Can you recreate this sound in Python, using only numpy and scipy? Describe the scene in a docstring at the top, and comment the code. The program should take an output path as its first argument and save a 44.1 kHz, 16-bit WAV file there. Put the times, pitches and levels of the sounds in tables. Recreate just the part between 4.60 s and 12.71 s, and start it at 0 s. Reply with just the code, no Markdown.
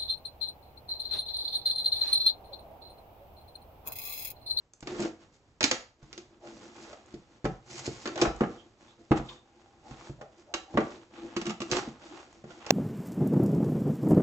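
"""A tall cardboard box, tipped about by gloved hands on a wooden table, knocks: modes, wall notes and clap.
Its end flap is worked open: creases snap and crinkle, and the flap scratches as it is tugged.
Gloves and card rub (filtered random slips), tick, and now and then squeak (narrow gliding noise).
A small room adds decaying noise echoes over a faint hush; two close microphones roll off the treble."""
import sys
import numpy as np
from scipy import signal
from scipy.fft import rfft, irfft, next_fast_len
from scipy.io import wavfile

SR = 44100
rng = np.random.default_rng(int(sys.argv[2]) if len(sys.argv) > 2 else 0)


def to_wav(s):
    """Save 16-bit WAV."""
    ch = np.atleast_2d(s).T  # columns
    pcm = np.round(np.clip(ch, -1, 1) * 32767)  # PCM
    wavfile.write(sys.argv[1], SR, pcm.astype(np.int16))


N = 357651
TIME_S = np.arange(N) / SR

# Box and hands landing: (time [s], hollow thud [dB], panel clap [dB], edge crack [dB],
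# contact hardness [dB/octave], struck wall note [Hz], wall level [dB])
KNOCKS = [(0.226, -48, -51, -55.5, -12.5, 310, -51), (0.394, -44, -43, -59, 0.5, 211, -35),
          (0.45, -39, -49, -57, 5, 224, -51), (1.428, -51, -63.5, -67.5, -16, 128, -56),
          (2.54, -42, -88, -58.5, -5.5, 352, -52.5), (2.844, -32.5, -43, -54, -6, 135, -36.5),
          (2.852, -28, -31.5, -47, -5.5, 353, -32), (3.277, -33, -48.5, -74, -4, 133.5, -35),
          (3.617, -27, -28, -30.5, 23, 340.6, -24), (3.627, -27, -35, -55, 2, 218, -36.5),
          (3.652, -29.5, -28.5, -61, -0.5, 742, -40), (3.672, -32.5, -36, -58, -17.5, 662, -44),
          (3.807, -30.5, -31, -52.5, -2, 199, -26), (3.817, -24.5, -38, -62, 9, 397, -32),
          (3.835, -32, -35, -63, -0.5, 206, -36), (4.509, -28, -48, -57, -6, 146, -23),
          (4.516, -25.5, -25, -49, -5, 326, -22.5), (4.597, -37.5, -43.5, -72, -11, 231, -40),
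          (5.309, -44, -52.5, -63, -12, 245, -50), (5.496, -40.5, -72, -71, -7.5, 134, -39.5),
          (5.612, -51.5, -44, -60.5, -3, 575, -55.5), (6.141, -39, -49.5, -70, 0, 166, -36.5),
          (6.152, -33.5, -60, -82, -6.5, 285, -36), (6.173, -23.5, -23, -48.5, -1, 199, -28),
          (6.181, -34, -36, -65, 13, 318, -21), (6.203, -45, -36, -55, -1, 600, -41),
          (7.274, -43, -57, -67, -4.5, 240, -39.5), (7.84, -47.5, -55, -68, -4, 212, -47.5)]
# Card creasing, catching, slapped: (time [s], crack [dB], panel clap [dB], wall note [Hz], wall level [dB])
SNAPS = [(0.272, -45, -43, 314, -44), (0.346, -60, -49, 405, -47), (0.424, -46.5, -43.5, 420, -50),
         (1.007, -33.5, -31.5, 390, -45.5), (1.029, -28, -39, 127, -42), (1.04, -22, -32.5, 277, -32.5),
         (1.112, -27, -28.5, 267, -37.5), (1.529, -48.5, -56, 490, -58.5), (1.577, -47, -57.5, 347, -47),
         (1.871, -60.5, -57, 330, -60), (2.329, -60, -50.5, 565, -65), (3.456, -47, -36.5, 347, -41.5),
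         (3.462, -50, -48, 207, -47), (3.474, -44, -39.5, 381, -39.5), (3.557, -47.5, -44, 625, -41),
         (3.576, -46.5, -38, 770, -42.5), (3.614, -31.5, -36, 127, -47), (5.94, -36, -37, 308, -40.5),
         (7.114, -31.5, -53, 340, -37.5), (7.121, -36.5, -35, 130, -42), (7.168, -38, -38.5, 290, -33.5),
         (7.905, -67, -51.5, 520, -55), (8.064, -46, -43.5, 330, -56), (8.1055, -22.5, -26.5, 657, -18.5)]
# Flap tugged along its slot, catch by catch: (time [s], scratch [dB], wall note [Hz], wall level [dB])
TUGS = [(5.939, -34.5, 436, -51), (6.764, -38.5, 181, -36), (6.766, -38.5, 343, -31),
        (6.814, -41, 245, -46), (6.855, -45, 352, -44), (6.866, -38.5, 340, -38), (6.875, -53, 213, -33),
        (6.895, -40.5, 348, -39.5), (6.904, -40, 218, -44), (7.003, -41, 211, -39),
        (7.017, -39, 337, -37.5)]
# Thin clicks as glove rubber and tape let go: (time [s], level [dB])
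TICKS = [(0.135, -49.5), (0.206, -49.5), (0.403, -40.5), (0.454, -55), (1.054, -35), (2.46, -61),
         (3.762, -52), (7.291, -62), (7.728, -61)]
# Slides of a glove or panel: (start [s], length [s], box drone [dB], card rasp [dB], glove hiss [dB])
STROKES = [(0.252, 0.14, -42.5, -49, -55.5), (0.373, 0.085, -34.5, -45, -49),
           (0.585, 0.049, -61, -60.5, -67.5), (0.715, 0.051, -80, -77, -69),
           (1.377, 0.24, -62.5, -66.5, -71.5), (1.69, 0.077, -62.5, -70.5, -83),
           (1.791, 0.29, -52.5, -57, -62), (2.11, 0.21, -55.5, -55, -59.5),
           (2.458, 0.069, -61, -64.5, -68.5), (3.036, 0.43, -56, -56, -53.5), (3.08, 0.069, -61, -61, -52),
           (3.152, 0.044, -71, -49, -45), (3.241, 0.025, -55, -53, -40), (3.473, 0.11, -45, -53, -64),
           (3.58, 0.058, -37, -38.5, -46.5), (3.7, 0.26, -53.5, -60.5, -66), (4.17, 0.14, -68, -66, -70),
           (4.38, 0.038, -56, -72, -73), (4.552, 0.029, -47, -41, -50), (4.633, 0.11, -56.5, -59.5, -61),
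           (5.236, 0.093, -53.5, -57, -63.5), (5.345, 0.13, -61, -53, -60.5),
           (5.759, 0.049, -58, -67.5, -67), (6.076, 0.27, -51, -56, -62), (6.49, 0.32, -53.5, -55, -66),
           (6.608, 0.057, -45, -65, -70), (6.836, 0.058, -48, -48.5, -58), (7.012, 0.27, -53, -54.5, -60.5),
           (7.093, 0.097, -34.5, -37.5, -42), (7.377, 0.23, -57, -54.5, -61.5),
           (7.855, 0.14, -59, -57, -66), (7.992, 0.1, -63, -48, -63)]
# Restless holding hand: (from [s], box drone [dB], card rasp [dB], glove hiss [dB])
GRIP = (2, -67, -69.5, -76)
# Stick-slip squeaks and groans: (middle [s], half length [s], pitch [Hz], glide [octaves/s],
# width [Hz], level [dB])
SQUEAKS = [(1.849, 0.018, 624, -3.5, 260, -50.5), (2.314, 0.045, 561.6, 5.5, 221, -55),
           (3.17, 0.074, 133, 1.5, 44.8, -55.5), (3.999, 0.019, 3190, 0.7, 398, -61),
           (4.304, 0.022, 3530, 1, 500, -65.5), (4.692, 0.0023, 3676, -3, 161.4, -42.5),
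           (4.695, 0.0052, 3316, 0, 1630, -46.5), (4.73, 0.056, 3620, 0, 260, -66),
           (4.716, 0.014, 1064, -2, 120, -53), (5.06, 0.16, 790, 0, 71.3, -69.5),
           (5.271, 0.027, 787, -1, 131, -55), (5.619, 0.018, 587, -0.5, 190, -49),
           (5.664, 0.015, 632, -2, 242, -55), (5.915, 0.027, 670, 4.5, 300, -54.5),
           (6.115, 0.062, 798, 1.5, 70, -57), (7.532, 0.015, 330.6, 0.5, 61, -46.5)]

# Resonances of the hollow box: (frequency [Hz], level [dB], T60 [s])
BOX_MODES = [(139.5, -12.5, 0.31), (200, -10, 0.083), (211.5, -6, 0.094), (332, 2, 0.039),
             (343, -4.5, 0.21), (436, -12.5, 0.052), (490, -11, 0.074), (726, -11, 0.094)]
# Resonances of the table under it: (frequency [Hz], level [dB], T60 [s])
TABLE_MODES = [(50, -25.5, 0.41), (87, -18.5, 0.097), (136, -10.5, 0.23), (169.3, -10, 0.25),
               (258, -6, 0.023), (304, -1, 0.12), (447, -3, 0.19), (595, -0.5, 0.04)]

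# Colour of clapping panels: (frequency [Hz], level [dB])
PANEL_COLOUR = [(250, -32.5), (420, -3.5), (560, -2), (690, -4), (770, 0.5), (900, -7.5), (1200, -6.5),
                (1600, -11.5), (2800, -22), (4000, -31), (8000, -74.5)]
# Colour of cracking card: (frequency [Hz], level [dB])
CRACK_COLOUR = [(600, -31.5), (1400, -6), (2300, 3), (3200, 0), (5700, 1.5), (7000, -2), (9000, -11),
                (15000, -17.5)]
# Colour of a bending fold: (frequency [Hz], level [dB])
CREASE_COLOUR = [(300, -9.5), (500, 2), (750, -4), (950, -5.5), (1300, -1.5), (1800, -5), (2300, -12),
                 (3200, -11), (8000, -29)]
# Colour of the flap: (frequency [Hz], level [dB])
FLAP_COLOUR = [(300, -3.5), (700, 3), (1000, 0), (1200, 6), (1450, -4.5), (2450, -3), (2850, 2.5),
               (3200, -5), (4200, -7), (5500, -6.5), (7500, -9), (12000, -24)]
# Colour of the ticks: (frequency [Hz], level [dB])
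TICK_COLOUR = [(1000, -5), (4000, -11), (6500, 2)]
# Colour of rubbed card: (frequency [Hz], level [dB])
RASP_COLOUR = [(330, -13), (520, -1), (660, -5.5), (770, 1.5), (1150, -2.5), (1600, -5.5), (2300, -9),
               (3500, -10), (7000, -34)]
# Colour of rubbing gloves: (frequency [Hz], level [dB])
HISS_COLOUR = [(1000, -16.5), (2200, 3.5), (3200, -2), (4500, 2.5), (7100, 2), (9000, -4), (13000, -40.5)]
# Colour of the room's hush: (frequency [Hz], level [dB])
HUSH_COLOUR = [(25, -10.5), (48, -4.5), (112, -4), (160, -11.5), (400, -12), (750, -17.5), (3000, -29.5),
               (8000, -33.5), (10000, -47.5)]

# Echo decay: (frequency [Hz], T60 [s])
ROOM_T60 = [(100, 0.36), (300, 0.21), (800, 0.37), (2000, 0.32), (5000, 0.32), (8000, 0.27)]
# Likeness of the two channels: (frequency [Hz], left-right correlation [1])
LIKENESS = [(60, 0.89), (250, 0.99), (600, 0.92), (1000, 0.77), (1900, 0.024), (4800, 0.058), (6000, 0.91)]
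# Difference of the two microphones: (frequency [Hz], left minus right [dB])
BALANCE = [(60, -2.5), (300, 0), (1500, 0), (2800, -2.5), (8000, -1.5)]
# Response of both microphones: (frequency [Hz], gain [dB])
MICROPHONE = [(20, -8), (48, -1), (7250, 1), (8500, -10.5), (9100, -31.5), (16000, -42.5)]

HUSH_DB, HUSH_WAVER_DB, HUSH_WAVER_PER_S = -65, 2.1, 9
CUTOFF_HZ = 15500  # stopband edge
PORT_LAG_S = 0.00014  # right microphone is nearer to the box

STROKE_ATTACK_S, STROKE_RELEASE_S = 0.013, 0.0041  # before easing; release is a time constant
STROKE_EASE = 0.2  # share of stroke length added to both
GRIP_SHIFTS_PER_S, GRIP_SHIFT_DB = 12, 4
FLEX_PER_S, DRONE_FLEX, RASP_FLEX = 15, 0.0505, 0.076  # pressure changes; retuning shares
SCRATCHES_PER_S, SCRATCH_DB = 40, -7.5  # card ridges catching; level re rasp

WALL_T60_S, WALL_RISE_S = 0.052, 0.0034
WALL_ROUGH_RAD, WALL_ROUGH_PER_S = 0.54, 160  # loose layers jolt the phase
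WALL_CUT_HZ = 196  # thin walls alone radiate little below this
CONTACT_DB = -9  # first sharp contact of a knock, re panel clap
SNAP_BODY_DB = -1  # rest of the box, re shaken wall
CRINKLE_PER_S, CRINKLE_T60_S, CRINKLE_DB = 120, 0.14, -22  # fibres settling; level re crack
FLAP_T60_S, FLAP_RISE_S = 0.09, 0.0032  # a wall twanged by the flap swings more freely
CREAK_T60_S, CREAK_DB = 0.099, -11  # hinge fold creaking on; level re scratch


def from_db(db):
    """Decibels to gain."""
    return 10 ** (np.asarray(db) / 20)


def rms_one(x):
    """Scale to unit rms."""
    return x / np.sqrt(np.mean(x ** 2) + 1e-20)


def unit_blow(sound):
    """Scale so that the first 20 ms have unit rms."""
    return sound / np.sqrt(np.mean(sound[:, :SR // 50] ** 2) + 1e-20)


def at_hz(points, hz):
    """Interpolate a table on a log-frequency axis."""
    f, value = np.transpose(points)
    return np.interp(np.log(np.maximum(hz, 1)), np.log(f), value)


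def colour(x, spectrum, size=8192):
    """Causal minimum-phase filter with the given spectrum, by folding the cepstrum."""
    gain = from_db(at_hz(spectrum, np.fft.rfftfreq(size, 1 / SR)))
    cepstrum = irfft(np.log(gain))
    cepstrum[1:size // 2] *= 2
    cepstrum[size // 2 + 1:] = 0
    impulse = irfft(np.exp(rfft(cepstrum)))
    return signal.fftconvolve(x, impulse[None], axes=-1)[:, :x.shape[-1]]


def at_ports(pair):
    """Mix two unrelated signals into a left and right with the correlation in LIKENESS."""
    length = pair.shape[-1]
    size = next_fast_len(length)
    mid, side = rfft(pair, size)
    alike = np.clip(at_hz(LIKENESS, np.fft.rfftfreq(size, 1 / SR)), -.99, .99)
    common = np.sqrt((1 + alike) / 2) * mid
    opposed = np.sqrt((1 - alike) / 2) * side * [[1], [-1]]
    return irfft(common + opposed, size)[:, :length]


def noise(size):
    """White noise, correlated between the microphones by LIKENESS."""
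    return at_ports(rng.standard_normal((2, size)))


def drift(rate_per_s):
    """Straight lines between normal random values drawn at the given rate."""
    return np.interp(TIME_S * rate_per_s, np.arange(N // 20), rng.standard_normal(N // 20))


def add(track, s, sound):
    """Lay a sound into a track at a time."""
    start = int(np.clip(s * SR, 0, N - 1))
    track[:, start:start + sound.shape[-1]] += sound[:, :N - start]


def hush():
    """Steady coloured noise of the room, its level wavering a little."""
    gain = from_db(HUSH_DB + HUSH_WAVER_DB * drift(HUSH_WAVER_PER_S))
    return gain * rms_one(colour(noise(N), HUSH_COLOUR))


def room(x, wet):
    """Diffuse echoes: noise bands that set in after 3 ms and die away each at its own rate."""
    t = TIME_S[:SR * 3 // 4]
    white = noise(len(t)), noise(len(t))
    tail = 0
    edges_hz = np.geomspace(40, 8500, 13)
    for k, (low, high) in enumerate(zip(edges_hz, edges_hz[1:])):
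        hz = np.sqrt(low * high)
        bandpass = signal.butter(2, [low, high], "band", fs=SR, output="sos")
        band = signal.sosfilt(bandpass, white[k % 2])
        onset = np.clip((t - .003) / 0.00026, 0, 1)
        fade = from_db(-60 * t / at_hz(ROOM_T60, hz)) * onset
        tail = tail + band * fade / np.sqrt(np.sum(fade ** 2)) * from_db(at_hz(wet, hz))
    return signal.fftconvolve(x, tail, axes=-1)[:, :N]


def rattle(spectrum, t60, rise, grain_db):
    """Burst of uneven micro-contacts, coloured by the countless damped modes of the card."""
    t = TIME_S[:SR // 6]
    unevenness = np.clip(rng.standard_normal(len(t)), -2, 2)
    contacts = noise(len(t)) * from_db(grain_db * unevenness)
    envelope = (1 - np.exp(-t / rise)) * from_db(-60 * t / t60)
    return unit_blow(colour(contacts * envelope, spectrum))


def ringing(modes, hardness, detune, held_t60):
    """Modes struck once, damped further by the holding hand; a soft contact favours the lowest."""
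    t = TIME_S[:SR // 3]
    hz, db, t60 = np.transpose(modes)[:, :, None]
    grip = 1 + detune * rng.standard_normal(hz.shape)  # the holding hand detunes the modes
    tilt = hardness * np.log2(hz / 400)
    db = db + np.where(hz < 400, tilt, np.minimum(tilt, 0))
    strength = from_db(db) * rng.choice([-1, 1], hz.shape)
    decay = from_db(-60 * (t / t60 + t / held_t60))
    swings = strength * np.sin(2 * np.pi * hz * grip * t) * decay
    return unit_blow(np.sum(swings, axis=0)[None])


def wall(hz, t60, rise):
    """One box wall swings briefly and unevenly at its own note, set by where the hand holds it."""
    t = TIME_S[:SR // 3]
    jolts = np.interp(t * WALL_ROUGH_PER_S, np.arange(SR // 20), rng.standard_normal(SR // 20))
    swing = np.sin(2 * np.pi * hz * t + WALL_ROUGH_RAD * (jolts - jolts[0]))
    envelope = (1 - np.exp(-t / rise)) * from_db(-60 * t / t60)
    return unit_blow((swing * envelope)[None])


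def squeaks():
    """Rubber and card stick and slip at a gliding pitch; the narrower the width, the purer the tone."""
    out = np.zeros((2, N))
    t = TIME_S[:SR] - 1 / 2
    for s, half_length_s, hz, glide, width_hz, db in SQUEAKS:
        r = np.exp(-np.pi * abs(width_hz) / SR)
        white = rng.standard_normal((2, SR)) + 1j * rng.standard_normal((2, SR))
        waver = signal.lfilter([1], [1, -2 * r, r * r], white)  # noise narrowed around 0 Hz
        carrier = np.exp(2j * np.pi * np.cumsum(hz * 2 ** (glide * t)) / SR)
        swell = np.exp(-(t / half_length_s) ** 2 / 2)
        tone = at_ports(np.real(waver * carrier) * swell)
        add(out, s + t[0], from_db(db) * rms_one(tone) * np.sqrt(np.mean(swell ** 2)))
    return out


def slips(per_s, spread_db, smooth_db):
    """Friction: tiny slips of uneven size at random moments, over a smooth hiss."""
    sizes = from_db(spread_db * np.minimum(rng.exponential(1, N), 4))
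    grains = (rng.random(N) < per_s / SR) * sizes * rng.standard_normal((2, N))
    smooth = from_db(smooth_db) * rng.standard_normal((2, N))
    return at_ports(rms_one(grains) + smooth)


def scratches():
    """Separate catches at random moments, each a short spray of slips; unit rms."""
    catches = (rng.random(N) < SCRATCHES_PER_S / SR) * rng.random(N)
    # 2 ms decay
    spray = signal.lfilter([1], [1, -np.exp(-1 / (0.002 * SR))], catches + 1e-18)
    return rms_one(colour(spray * noise(N), CREASE_COLOUR))


def flexed(x, share):
    """Card resonances wander with hand pressure: playback runs slightly fast and slow."""
    leak = np.exp(-2 * np.pi / SR)
    lead = signal.lfilter([1], [1, -leak], share * drift(FLEX_PER_S))  # [samples]
    return np.array([np.interp(np.arange(N) + lead, np.arange(N), side) for side in x])


def stroke_shape(start, length):
    """A slide gets going, holds and dies away; long ones start and stop gently."""
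    t = TIME_S - start
    ease = STROKE_EASE * length
    attack = np.clip(t / (STROKE_ATTACK_S + ease), 0, 1)
    return attack * np.exp(-np.clip((t - length) / (STROKE_RELEASE_S + ease), 0, 20))


def sliding_gains():
    """Gains of drone, rasp and hiss: strokes add in power to the restless grip."""
    held_from, *grip_db = GRIP
    onset = np.clip((TIME_S - held_from) / STROKE_ATTACK_S, 0, 1)
    grip = onset * from_db(GRIP_SHIFT_DB * drift(GRIP_SHIFTS_PER_S))
    power = np.outer(from_db(grip_db), grip) ** 2
    for start, length, *levels_db in STROKES:
        power += np.outer(from_db(levels_db), stroke_shape(start, length)) ** 2
    return np.sqrt(power)


def rubbing():
    """Slips drive box drone, card rasp and glove hiss under shared pressure; the rasp judders and catches."""
    drone_gain, rasp_gain, hiss_gain = sliding_gains()
    # the pressing hand damps the box
    hollow = ringing(BOX_MODES, hardness=3.7, detune=0, held_t60=0.34)
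    driven = signal.fftconvolve(slips(900, 0.92, -11.0), hollow, axes=-1)[:, :N]
    drone = drone_gain * rms_one(flexed(driven, DRONE_FLEX))
    coarse, fine = slips(800, 2.3, -5), slips(1600, 2.2, -3)
    card = rms_one(colour(coarse, RASP_COLOUR)) + from_db(SCRATCH_DB) * scratches()
    judder = from_db(1.8 * drift(35))
    rasp = rasp_gain * rms_one(flexed(card, RASP_FLEX) * judder)
    hiss = hiss_gain * rms_one(colour(fine, HISS_COLOUR))
    pressure = from_db(1.1 * drift(90))
    return (drone + rasp + hiss) * pressure


def ticks():
    """Small bright clicks that leave the box still."""
    out = np.zeros((2, N))
    for s, db in TICKS:
        add(out, s, from_db(db) * rattle(TICK_COLOUR, t60=0.018, rise=0.00017, grain_db=3))
    return out


def tugs():
    """Each catch of the flap scratches in the flap's resonances, creaks the fold and twangs a wall."""
    out = np.zeros((2, N))
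    for s, scratch_db, wall_hz, wall_db in TUGS:
        scratch = rattle(FLAP_COLOUR, t60=0.049, rise=0.0004, grain_db=7.0)
        creak = rattle(CREASE_COLOUR, CREAK_T60_S, FLAP_RISE_S, grain_db=22.5)
        add(out, s, from_db(scratch_db) * scratch)
        add(out, s, from_db(scratch_db + CREAK_DB) * creak)
        add(out, s, from_db(wall_db) * wall(wall_hz, FLAP_T60_S, FLAP_RISE_S))
    return out


def crinkle():
    """Dying run of separate tiny cracks, with the energy of a 20 ms unit blow."""
    t = TIME_S[:SR // 6]
    moments = rng.random(len(t)) < CRINKLE_PER_S / SR
    cracks = moments * noise(len(t)) * from_db(-60 * t / CRINKLE_T60_S)
    return rms_one(colour(cracks, CRACK_COLOUR)) * np.sqrt((SR // 50) / len(t))


def snaps():
    """Creases let go abruptly, shake the hollow box and crinkle as they settle."""
    out = np.zeros((2, N))
    thin = signal.butter(2, WALL_CUT_HZ, "high", fs=SR, output="sos")
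    for s, crack_db, clap_db, wall_hz, wall_db in SNAPS:
        crack = rattle(CRACK_COLOUR, t60=0.032, rise=0.00024, grain_db=12.5)
        crack = crack + from_db(CRINKLE_DB) * crinkle()
        clap = rattle(CREASE_COLOUR, t60=0.08, rise=0.00043, grain_db=4.5)
        body = signal.sosfilt(thin, ringing(BOX_MODES, hardness=1.7, detune=0.063, held_t60=0.5))
        shaken = wall(wall_hz, WALL_T60_S, WALL_RISE_S) + from_db(SNAP_BODY_DB) * body
        add(out, s, from_db(crack_db) * crack)
        add(out, s, from_db(clap_db) * clap)
        add(out, s, from_db(wall_db) * shaken)
    return out


def knocks():
    """A landing: sharp contact, box and table thud, struck wall rings, panels clap, edge cracks."""
    out = np.zeros((2, N))
    contact = unit_blow(colour(signal.unit_impulse((1, SR // 6)), PANEL_COLOUR))
    for s, thud_db, clap_db, crack_db, hardness, wall_hz, wall_db in KNOCKS:
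        thud = ringing(BOX_MODES + TABLE_MODES, hardness, detune=0.04, held_t60=0.25)
        panels = rattle(PANEL_COLOUR, t60=0.064, rise=0.00095, grain_db=4.5)
        clap = unit_blow(panels - from_db(CONTACT_DB) * contact)
        crack = rattle(CRACK_COLOUR, t60=0.054, rise=0.00061, grain_db=0.0)
        add(out, s, from_db(thud_db) * thud)
        add(out, s, from_db(wall_db) * wall(wall_hz, WALL_T60_S, WALL_RISE_S))
        add(out, s, from_db(clap_db) * clap)
        add(out, s, from_db(crack_db) * crack)
    return out


def scene():
    """Blows off to one side (left lags), friction straight ahead, echoes of both, and the hush."""
    blows = knocks() + snaps() + tugs() + ticks()
    friction = rubbing() + squeaks()
    late_left = np.interp(TIME_S - PORT_LAG_S, TIME_S, blows[0])
    direct = np.vstack([late_left, blows[1]]) + friction
    # wet: (frequency [Hz], level [dB])
    echoes = room(blows + friction, wet=[(100, -2.0), (400, -3.0), (1200, -5.0), (5000, -7.0)])
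    return direct + echoes + hush()


def record(dry):
    """Two slightly different microphones fall off steeply in the treble and round the loudest peaks."""
    left = colour(dry[:1], [(hz, db / 2) for hz, db in BALANCE])
    right = colour(dry[1:], [(hz, -db / 2) for hz, db in BALANCE])
    heard = np.tanh(colour(np.vstack([left, right]), MICROPHONE))
    lowpass = signal.cheby2(12, 70, CUTOFF_HZ, fs=SR, output="sos")
    return signal.sosfilt(lowpass, heard)


dry = scene()
out = record(dry)
to_wav(out)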